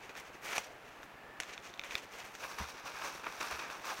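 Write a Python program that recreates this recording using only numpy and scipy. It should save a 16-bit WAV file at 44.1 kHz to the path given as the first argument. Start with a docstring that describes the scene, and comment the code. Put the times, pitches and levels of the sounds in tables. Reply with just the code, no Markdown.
"""A forest at night: an elk walks close past a trail camera. Its body sweeps through branches, which
crack, and twigs snap; then it wades through ferns and hollow-crunching litter with two soft hoof falls.
Rustles are tiny clicks over rubbing noise; cracks and snaps are noise bursts with brief ringing.
Under it lie a low hiss, a faint far whistle and the camera's slight electrical ticking."""
import sys
import numpy as np
from scipy import signal
from scipy.fft import rfft, irfft, next_fast_len
from scipy.io import wavfile
from scipy.ndimage import map_coordinates

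SR = 44100
rng = np.random.default_rng(int(sys.argv[2]) if len(sys.argv) > 2 else 0)


def log_audio(samples):
    """Write samples as a 16-bit WAV file to the path given in sys.argv[1]."""
    # one column per channel
    frames = np.atleast_2d(samples).T
    # limit to full scale, then quantise
    limited = np.clip(frames, -1, 1)
    pcm = np.round(limited * 32767).astype(np.int16)
    wavfile.write(sys.argv[1], SR, pcm)


N = 176400
TIME = np.arange(N) / SR

# twig breaks: start_s, gain_db, then re the middle housing mode: low_mode_db, high_mode_db, fibre_db
TWIG_BREAKS = [(0.094, -40, 0, -22, -5), (.153, -42.5, 3, -8, -7), (1.031, -41, 6, -6, -3),
               (1.434, -43, -8, -1, 2.5), (1.578, -37.5, -0.5, 0.5, -7.5), (1.699, -56, -5, 9, 0),
               (1.739, -46.5, -5, 6, -2), (1.776, -54, -5, 7, -3), (1.7945, -30, -12, -1.5, -5.5),
               (1.8142, -40, -5, -5, -9), (1.8369, -38.5, -3, 0, -2.5), (1.909, -33, -15, -6, -15),
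               (1.9534, -19.5, -6, -4.5, -5.5), (1.968, -48, -6, 0, 2), (2.351, -47, 6, -1, 7.5),
               (2.44, -42.5, 12, -10, 2.5), (2.5862, -33.5, 0, -12, -4.5), (3.243, -33.5, 0, -17, -16),
               (3.267, -34, 8.5, -20, -12), (3.701, -36, 4, -9, -15)]
# rustle of branches and stems: freq_hz, gain_db
BRANCH_SPECTRUM = [(80, -30), (200, -22), (330, -6.5), (560, -6.5), (1000, -6.5), (1650, -4.5), (2400, -3),
                   (3100, -8.5), (3700, -11), (4700, -13.5), (6300, -11.5), (7600, -18), (10000, -24.5),
                   (14000, -23.5), (15800, -26)]


def amp(db):
    return 10 ** (np.asarray(db) / 20)


def unit_rms(x):
    return x / np.sqrt(np.mean(x ** 2) + 1e-20)


def filtered(x, response):
    """Apply response(hz) to the spectrum of x."""
    size = next_fast_len(N + 8192)
    return irfft(rfft(x, size) * response(np.fft.rfftfreq(size, 1 / SR)), size)[:N]


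def coloured(x, spectrum):
    """Shape x by (freq_hz, gain_db) rows; rms 1."""
    freq_hz, gain_db = np.transpose(spectrum)
    return unit_rms(filtered(x, lambda hz: amp(np.interp(np.log(hz + 1), np.log(freq_hz + 1), gain_db))))


def wobble(rate_hz):
    """Smooth random curve, rate_hz knots a second."""
    return map_coordinates(rng.standard_normal(int(N * rate_hz / SR) + 4), [TIME * rate_hz])


def swell(peak_s, rise_s, fall_s):
    """Gaussian rise, exponential fall."""
    exponent = np.where(TIME < peak_s, ((peak_s - TIME) / rise_s) ** 2, (TIME - peak_s) / fall_s)
    return np.exp(-np.minimum(exponent, 20))


def add(track, start_s, sound):
    part = track[round(start_s * SR):][:len(sound)]
    part += sound[:len(part)]


def ring(modes, t):
    """Damped sines from (freq_hz, level_db, t60_s) rows."""
    return sum(amp(db - 60 * t / t60_s) * np.sin(2 * np.pi * hz * t) for hz, db, t60_s in modes)


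def crackle(rate_hz, spread_db, q):
    """Tiny leaf and fibre clicks: damped sines of random time, pitch, size and sign."""
    when, pitch, strength, polarity = np.hsplit(rng.random((int(rate_hz * N / SR), 4)), 4)
    hz = 500 * 32 ** pitch
    size = hz * amp(spread_db * np.minimum(-np.log(1 - strength), 4))  # hz factor evens the spectrum
    n = np.arange(SR // 200)
    cycles = hz * n / SR
    clicks = size * np.sign(polarity - .5) * np.exp(-np.pi * cycles / q) * np.sin(2 * np.pi * cycles)
    positions = (when * N).astype(int) + n
    return unit_rms(np.bincount(positions.ravel(), clicks.ravel(), N)[:N])


def rustle(strokes, spectrum, clicks, rub_db, flutter_db):
    """Clicks over rubbing noise, swelling in three bands; treble_db is re body, air_db re treble."""
    treble_hz, air_hz = 3380, 8000
    texture = coloured(clicks + amp(rub_db) * rng.standard_normal(N), spectrum)
    texture = unit_rms(texture * amp(flutter_db * wobble(rate_hz=110)))
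    body = filtered(texture, lambda hz: 1 / (1 + (hz / treble_hz) ** 6))
    below_air = filtered(texture, lambda hz: 1 / (1 + (hz / air_hz) ** 6))
    power = np.zeros((3, N))
    for peak_s, level_db, rise_s, fall_s, treble_db, air_db in strokes:
        band_gains = amp(np.cumsum([level_db, treble_db, air_db]))
        power += (band_gains[:, None] * swell(peak_s, rise_s, fall_s)) ** 2
    return np.sum(np.sqrt(power) * [body, below_air - body, texture - below_air], axis=0)


def hiss():
    """Steady low noise bed."""
    # noise floor: freq_hz, gain_db
    spectrum = [(20, -18), (60, -9.5), (130, -6.5), (260, -4), (450, -2), (750, 0), (1100, -1.5),
                (1600, -2.5), (2000, -5.5), (2550, -6.5), (3300, -14), (4700, -20), (6200, -23.5),
                (9000, -29), (15000, -29)]
    return amp(-54.5) * coloured(rng.standard_normal(N), spectrum)


def whistle():
    """Faint, unsteady far tone: a narrow noise band on a gliding pitch."""
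    # whistle contour: time_s, pitch_hz, level_db
    contour = [(.95, 1680, -78), (1.2, 1750, -63), (1.36, 1775, -59.5), (1.55, 1740, -68),
               (1.75, 1700, -85)]
    width_hz = 170
    time_s, pitch_hz, level_db = np.transpose(contour)
    phase = 2 * np.pi * np.cumsum(np.interp(TIME, time_s, pitch_hz)) / SR
    tone = unit_rms(wobble(width_hz) * np.sin(phase) + wobble(width_hz) * np.cos(phase))
    return amp(np.interp(TIME, time_s, level_db)) * tone


def camera_ticks():
    """Two-edged electrical pulses with a short buzz; each waits for a clock beat, so they limp."""
    # mean tick rate: time_s, rate_hz
    tick_rate = [(1.3, 12.58), (1.38, 10.4)]
    # electrical buzz: freq_hz, gain_db
    buzz_spectrum = [(170, -20), (320, 0), (480, 0), (900, -20), (3000, -50)]
    first_beat_s, clock_s, head_start_ticks = .0425, .05, .893
    pulse_s, edge_s = .0125, .0011
    ticks_due = np.floor(head_start_ticks + np.cumsum(np.interp(TIME, *np.transpose(tick_rate))) / SR)
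    beats_s = np.arange(first_beat_s, TIME[-1], clock_s)
    ticks_s = beats_s[np.diff(ticks_due[(beats_s * SR).astype(int)], prepend=0) > 0]
    nearest = np.searchsorted((ticks_s[1:] + ticks_s[:-1]) / 2, TIME)
    t = TIME - ticks_s[nearest]
    bump = lambda lag_s, width_s: np.exp(-((t - lag_s) / width_s) ** 2)
    pulse = .7 * bump(pulse_s, edge_s) - bump(0, edge_s)
    buzz = bump(lag_s=.009, width_s=.006) * coloured(rng.standard_normal(N), buzz_spectrum)
    return amp(-53) * pulse + amp(-56) * buzz


def trunk_scatter(x):
    """Short, weak reverberation from the trunks."""
    level_db, t60_s = -16, .15
    t = TIME[:SR // 2]
    tail = rng.standard_normal(len(t)) * amp(-60 * t / t60_s)
    return amp(level_db) * signal.fftconvolve(x, tail / np.linalg.norm(tail))[:N]


def twig_recoil():
    """Each breaking twig gives the ground one small push."""
    push_db, width_s = -25, .0016
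    return sum(amp(gain_db + push_db) * np.exp(-np.minimum(((TIME - start_s) / width_s) ** 2, 20))
               for start_s, gain_db, *_ in TWIG_BREAKS)


def hooves():
    """Soft soil thuds under the animal's weight."""
    # hoof falls: start_s, level_db, pitch_hz
    falls = [(2.602, -33.5, 72.3), (3.523, -44, 69.6)]
    # soil modes: pitch_ratio, gain_db, t60_s
    soil_modes = [(1, 0, 0.15), (1.6, -3, 0.085), (2.8, 1, 0.064)]
    attack_s = .0055
    out, t = np.zeros(N), TIME[:SR // 3]
    for start_s, level_db, pitch_hz in falls:
        thud = ring([(pitch_hz * ratio, db, t60_s) for ratio, db, t60_s in soil_modes], t)
        add(out, start_s, amp(level_db) * (1 - np.exp(-t / attack_s)) * thud)
    return out


def bending_stems():
    """Stems under strain give off sparse, dry ticks."""
    # stem bends: peak_s, level_db, rise_s, fall_s, treble_db, air_db
    bends = [(1.68, -61.5, 0.12, 0.63, 5.5, -4)]
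    clicks = crackle(rate_hz=380, spread_db=1.5, q=2.4)
    return rustle(bends, BRANCH_SPECTRUM, clicks, rub_db=-4, flutter_db=2)


def litter_crunches():
    """Crushed litter crackles through a hollow resonance that differs from step to step."""
    # crunches underfoot: peak_s, level_db, rise_s, fall_s, resonance_hz
    crunches = [(.69, -57, .05, .11, 600), (2.603, -38, 0.0018, 0.007, 900),
                (2.625, -43, 0.0036, 0.012, 1560), (2.645, -50, .008, 0.017, 1260),
                (3.05, -47, 0.041, 0.06, 1130), (3.42, -43, .01, 0.035, 1210),
                (3.848, -47, .008, 0.016, 1050), (3.89, -45.5, 0.023, 0.038, 1200),
                (3.918, -42.5, 0.017, 0.023, 880)]
    hollow_q = 2.2
    crushing = crackle(rate_hz=5900, spread_db=2, q=1.2) + rng.standard_normal(N)
    out = np.zeros(N)
    for peak_s, level_db, rise_s, fall_s, resonance_hz in crunches:
        hollow = lambda hz: (1 + 1j * hollow_q * (hz / resonance_hz - resonance_hz / (hz + 1))) ** -2
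        out += amp(level_db) * swell(peak_s, rise_s, fall_s) * unit_rms(filtered(crushing, hollow))
    return out


def ferns():
    """Legs wade through undergrowth: dense leaf crackle with sparser, sharper stem ticks."""
    # leg strokes: peak_s, level_db, rise_s, fall_s, treble_db, air_db
    wades = [(2.41, -49.5, 0.018, 0.082, 5, 4.5), (2.445, -39.5, 0.017, 0.018, -4, 9),
             (2.51, -48.5, 0.049, 0.12, 3, 4.5), (2.588, -40, 0.0073, 0.041, 2, 0.5),
             (2.63, -48.5, .02, 0.049, 7, 1), (2.70, -49.5, 0.017, 0.022, 8.5, 2),
             (2.785, -50, 0.05, 0.053, 3.5, -2), (2.872, -44, 0.028, 0.06, 3, 0.5),
             (3.0, -45.5, 0.067, 0.084, 1.5, 3.5), (3.052, -40.5, 0.026, 0.08, 2, 3),
             (3.145, -50.5, 0.018, 0.088, 4.5, 4), (3.245, -41, 0.0092, 0.013, -5, 2),
             (3.27, -38, 0.0096, 0.015, -8.5, 3), (3.36, -49.5, 0.12, 0.16, 3, 3.5),
             (3.412, -38.5, 0.014, 0.054, 3, 2), (3.47, -46, 0.032, 0.2, 4, 3.5),
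             (3.524, -37, 0.017, 0.031, -1.5, 0), (3.596, -41, 0.0049, 0.013, 4, -10),
             (3.626, -41.5, 0.016, 0.088, -2, -2), (3.712, -45.5, 0.017, 0.096, 0, 4.5),
             (3.905, -41, 0.06, 0.073, 3.5, 3.5), (3.995, -48.5, 0.03, .05, 2, 5)]
    # fern rustle: freq_hz, gain_db
    spectrum = [(80, -27), (200, -14), (400, -6.5), (650, -5.5), (900, -2), (1250, 0), (1650, -1.5),
                (1950, -8.5), (2450, -2.5), (3150, -14), (3600, -10), (4300, -14), (5900, -12),
                (6800, -18.5), (8000, -23.5), (11000, -28.5), (14300, -27), (15800, -30)]
    leaves = crackle(rate_hz=6000, spread_db=1.5, q=2.9)
    stems = amp(-8.5) * crackle(rate_hz=420, spread_db=5.5, q=3)
    return rustle(wades, spectrum, leaves + stems, rub_db=-3.5, flutter_db=1)


def branch_sweeps():
    """Leafy branches drag along the coat."""
    # branch strokes: peak_s, level_db, rise_s, fall_s, treble_db, air_db
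    sweeps = [(.045, -53.5, 0.038, 0.053, -1, -1), (.096, -47, 0.0039, 0.017, -6, -1),
              (.156, -51, 0.0036, 0.01, -6, -5.5), (.185, -46, 0.027, 0.03, 0, 1),
              (.2005, -59, .001, .002, -1, 25), (.275, -56.5, 0.034, 0.025, 2, -1),
              (.353, -55.5, 0.031, 0.021, 0, 3), (.462, -43.5, 0.03, 0.02, -0.5, 6.5),
              (.485, -43.5, 0.031, 0.11, -0.5, 1.5), (.535, -40.5, 0.038, 0.028, -1, -1),
              (.564, -37, 0.014, 0.025, -1, 4), (.645, -59, 0.022, 0.027, 10.5, -3),
              (.88, -58.5, 0.051, 0.15, -1, -1), (1.04, -64, 0.022, 0.012, 2.5, 11),
              (1.42, -51, 0.0073, 0.05, 3.5, -5), (1.497, -49, 0.023, 0.051, 0, -4),
              (1.537, -46, 0.009, 0.0082, 6, -16), (1.657, -50.5, 0.023, 0.029, 1.5, -3),
              (1.85, -46, 0.013, 0.049, -1, -1), (1.928, -44, 0.027, 0.047, -1, 0),
              (1.983, -45.5, 0.015, 0.018, 3.5, -4), (2.045, -53, .02, 0.0064, 0, 5),
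              (2.157, -50, 0.045, 0.032, 0.5, 1), (2.205, -45.5, 0.025, 0.024, 0, 1),
              (2.255, -50, 0.014, 0.079, -2.5, 4.5), (2.355, -55.5, 0.016, 0.031, 7.5, -5)]
    leaves = crackle(rate_hz=7000, spread_db=3, q=3.05)
    return rustle(sweeps, BRANCH_SPECTRUM, leaves, rub_db=-4.5, flutter_db=1)


def wood_radiation(x, corner_hz=427):
    """Thin wood radiates little bass: first-order high-pass."""
    return filtered(x, lambda hz: 1j * hz / (corner_hz + 1j * hz))


def twig_snaps():
    """Dry twigs break: a burst of tearing fibres, and a brief ring, probably of the camera housing."""
    # low, middle and high resonance that every snap rings, probably the camera housing: freq_hz, t60_s
    housing_modes = [(1540, .006), (2420, .0065), (3570, .0075)]
    # tearing fibres: freq_hz, gain_db
    fibre_spectrum = [(200, -9), (1000, 0.5), (2400, 8), (3700, -15.5), (4800, -2.5), (6500, 2.5),
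                      (8200, -32), (10500, -22), (14000, -16)]
    detune, attack_s, fibre_t60_s = .018, .00028, .006
    out, t = np.zeros(N), TIME[:SR // 20]
    tearing = coloured(rng.standard_normal(N), fibre_spectrum)
    attack = 1 - np.exp(-t / attack_s)
    for start_s, gain_db, low_mode_db, high_mode_db, fibre_db in TWIG_BREAKS:
        modes = [(hz * (1 + detune * rng.standard_normal()), db, t60_s)
                 for (hz, t60_s), db in zip(housing_modes, (low_mode_db, 0, high_mode_db))]
        fibres = tearing[round(start_s * SR):][:len(t)] * amp(fibre_db - 60 * t / fibre_t60_s)
        add(out, start_s, 2 * amp(gain_db) * attack * (ring(modes, t) + fibres))
    return out


def branch_cracks():
    """Thick branches give way: each rings, knocks and sheds splinters."""
    # branch breaks: start_s, gain_db, pitch_ratio, knock_db, splinter_db
    breaks = [(.581, -22, 1.1, -4.5, -5.5), (0.5895, -43.5, 1.16, 3, 5), (1.4015, -33, 1.08, -14, 4),
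              (1.4074, -43, 0.95, 0, 3)]
    # branch modes: freq_hz, gain_db, t60_s
    branch_modes = [(2250, -1.5, 0.0068), (2470, -2, 0.0068), (1047, -6, 0.018), (3120, -27, 0.0099),
                    (5330, -16, 0.024)]
    # splinter noise: freq_hz, gain_db
    splinter_spectrum = [(100, -37), (600, -16), (2400, 1), (4000, -13.5), (6200, -4.5), (9000, -17),
                         (15000, -32)]
    knock_base_hz, knock_t60_s, splinter_t60_s = 777, .02, .022
    out, t = np.zeros(N), TIME[:SR // 8]
    for start_s, gain_db, pitch_ratio, knock_db, splinter_db in breaks:
        modes = [*branch_modes, (knock_base_hz, knock_db, knock_t60_s)]
        wood = ring([(hz * pitch_ratio, db, t60_s) for hz, db, t60_s in modes], t)
        noise = coloured(rng.standard_normal(N), splinter_spectrum)[:len(t)]
        splinters = noise * amp(splinter_db - 60 * t / splinter_t60_s)
        add(out, start_s, amp(gain_db) * (wood + splinters))
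    return out


def scene():
    plants = branch_sweeps() + bending_stems() + ferns() + litter_crunches()
    plants += wood_radiation(branch_cracks() + twig_snaps())
    ground = hooves() + twig_recoil()
    background = hiss() + whistle() + camera_ticks()
    return (plants + trunk_scatter(plants) + ground + background)[None]


def record(dry):
    """The camera keeps nothing above its band limit."""
    limit_hz = 15850
    return np.array([filtered(channel, lambda hz: hz < limit_hz) for channel in dry])


dry = scene()
out = record(dry)
log_audio(out)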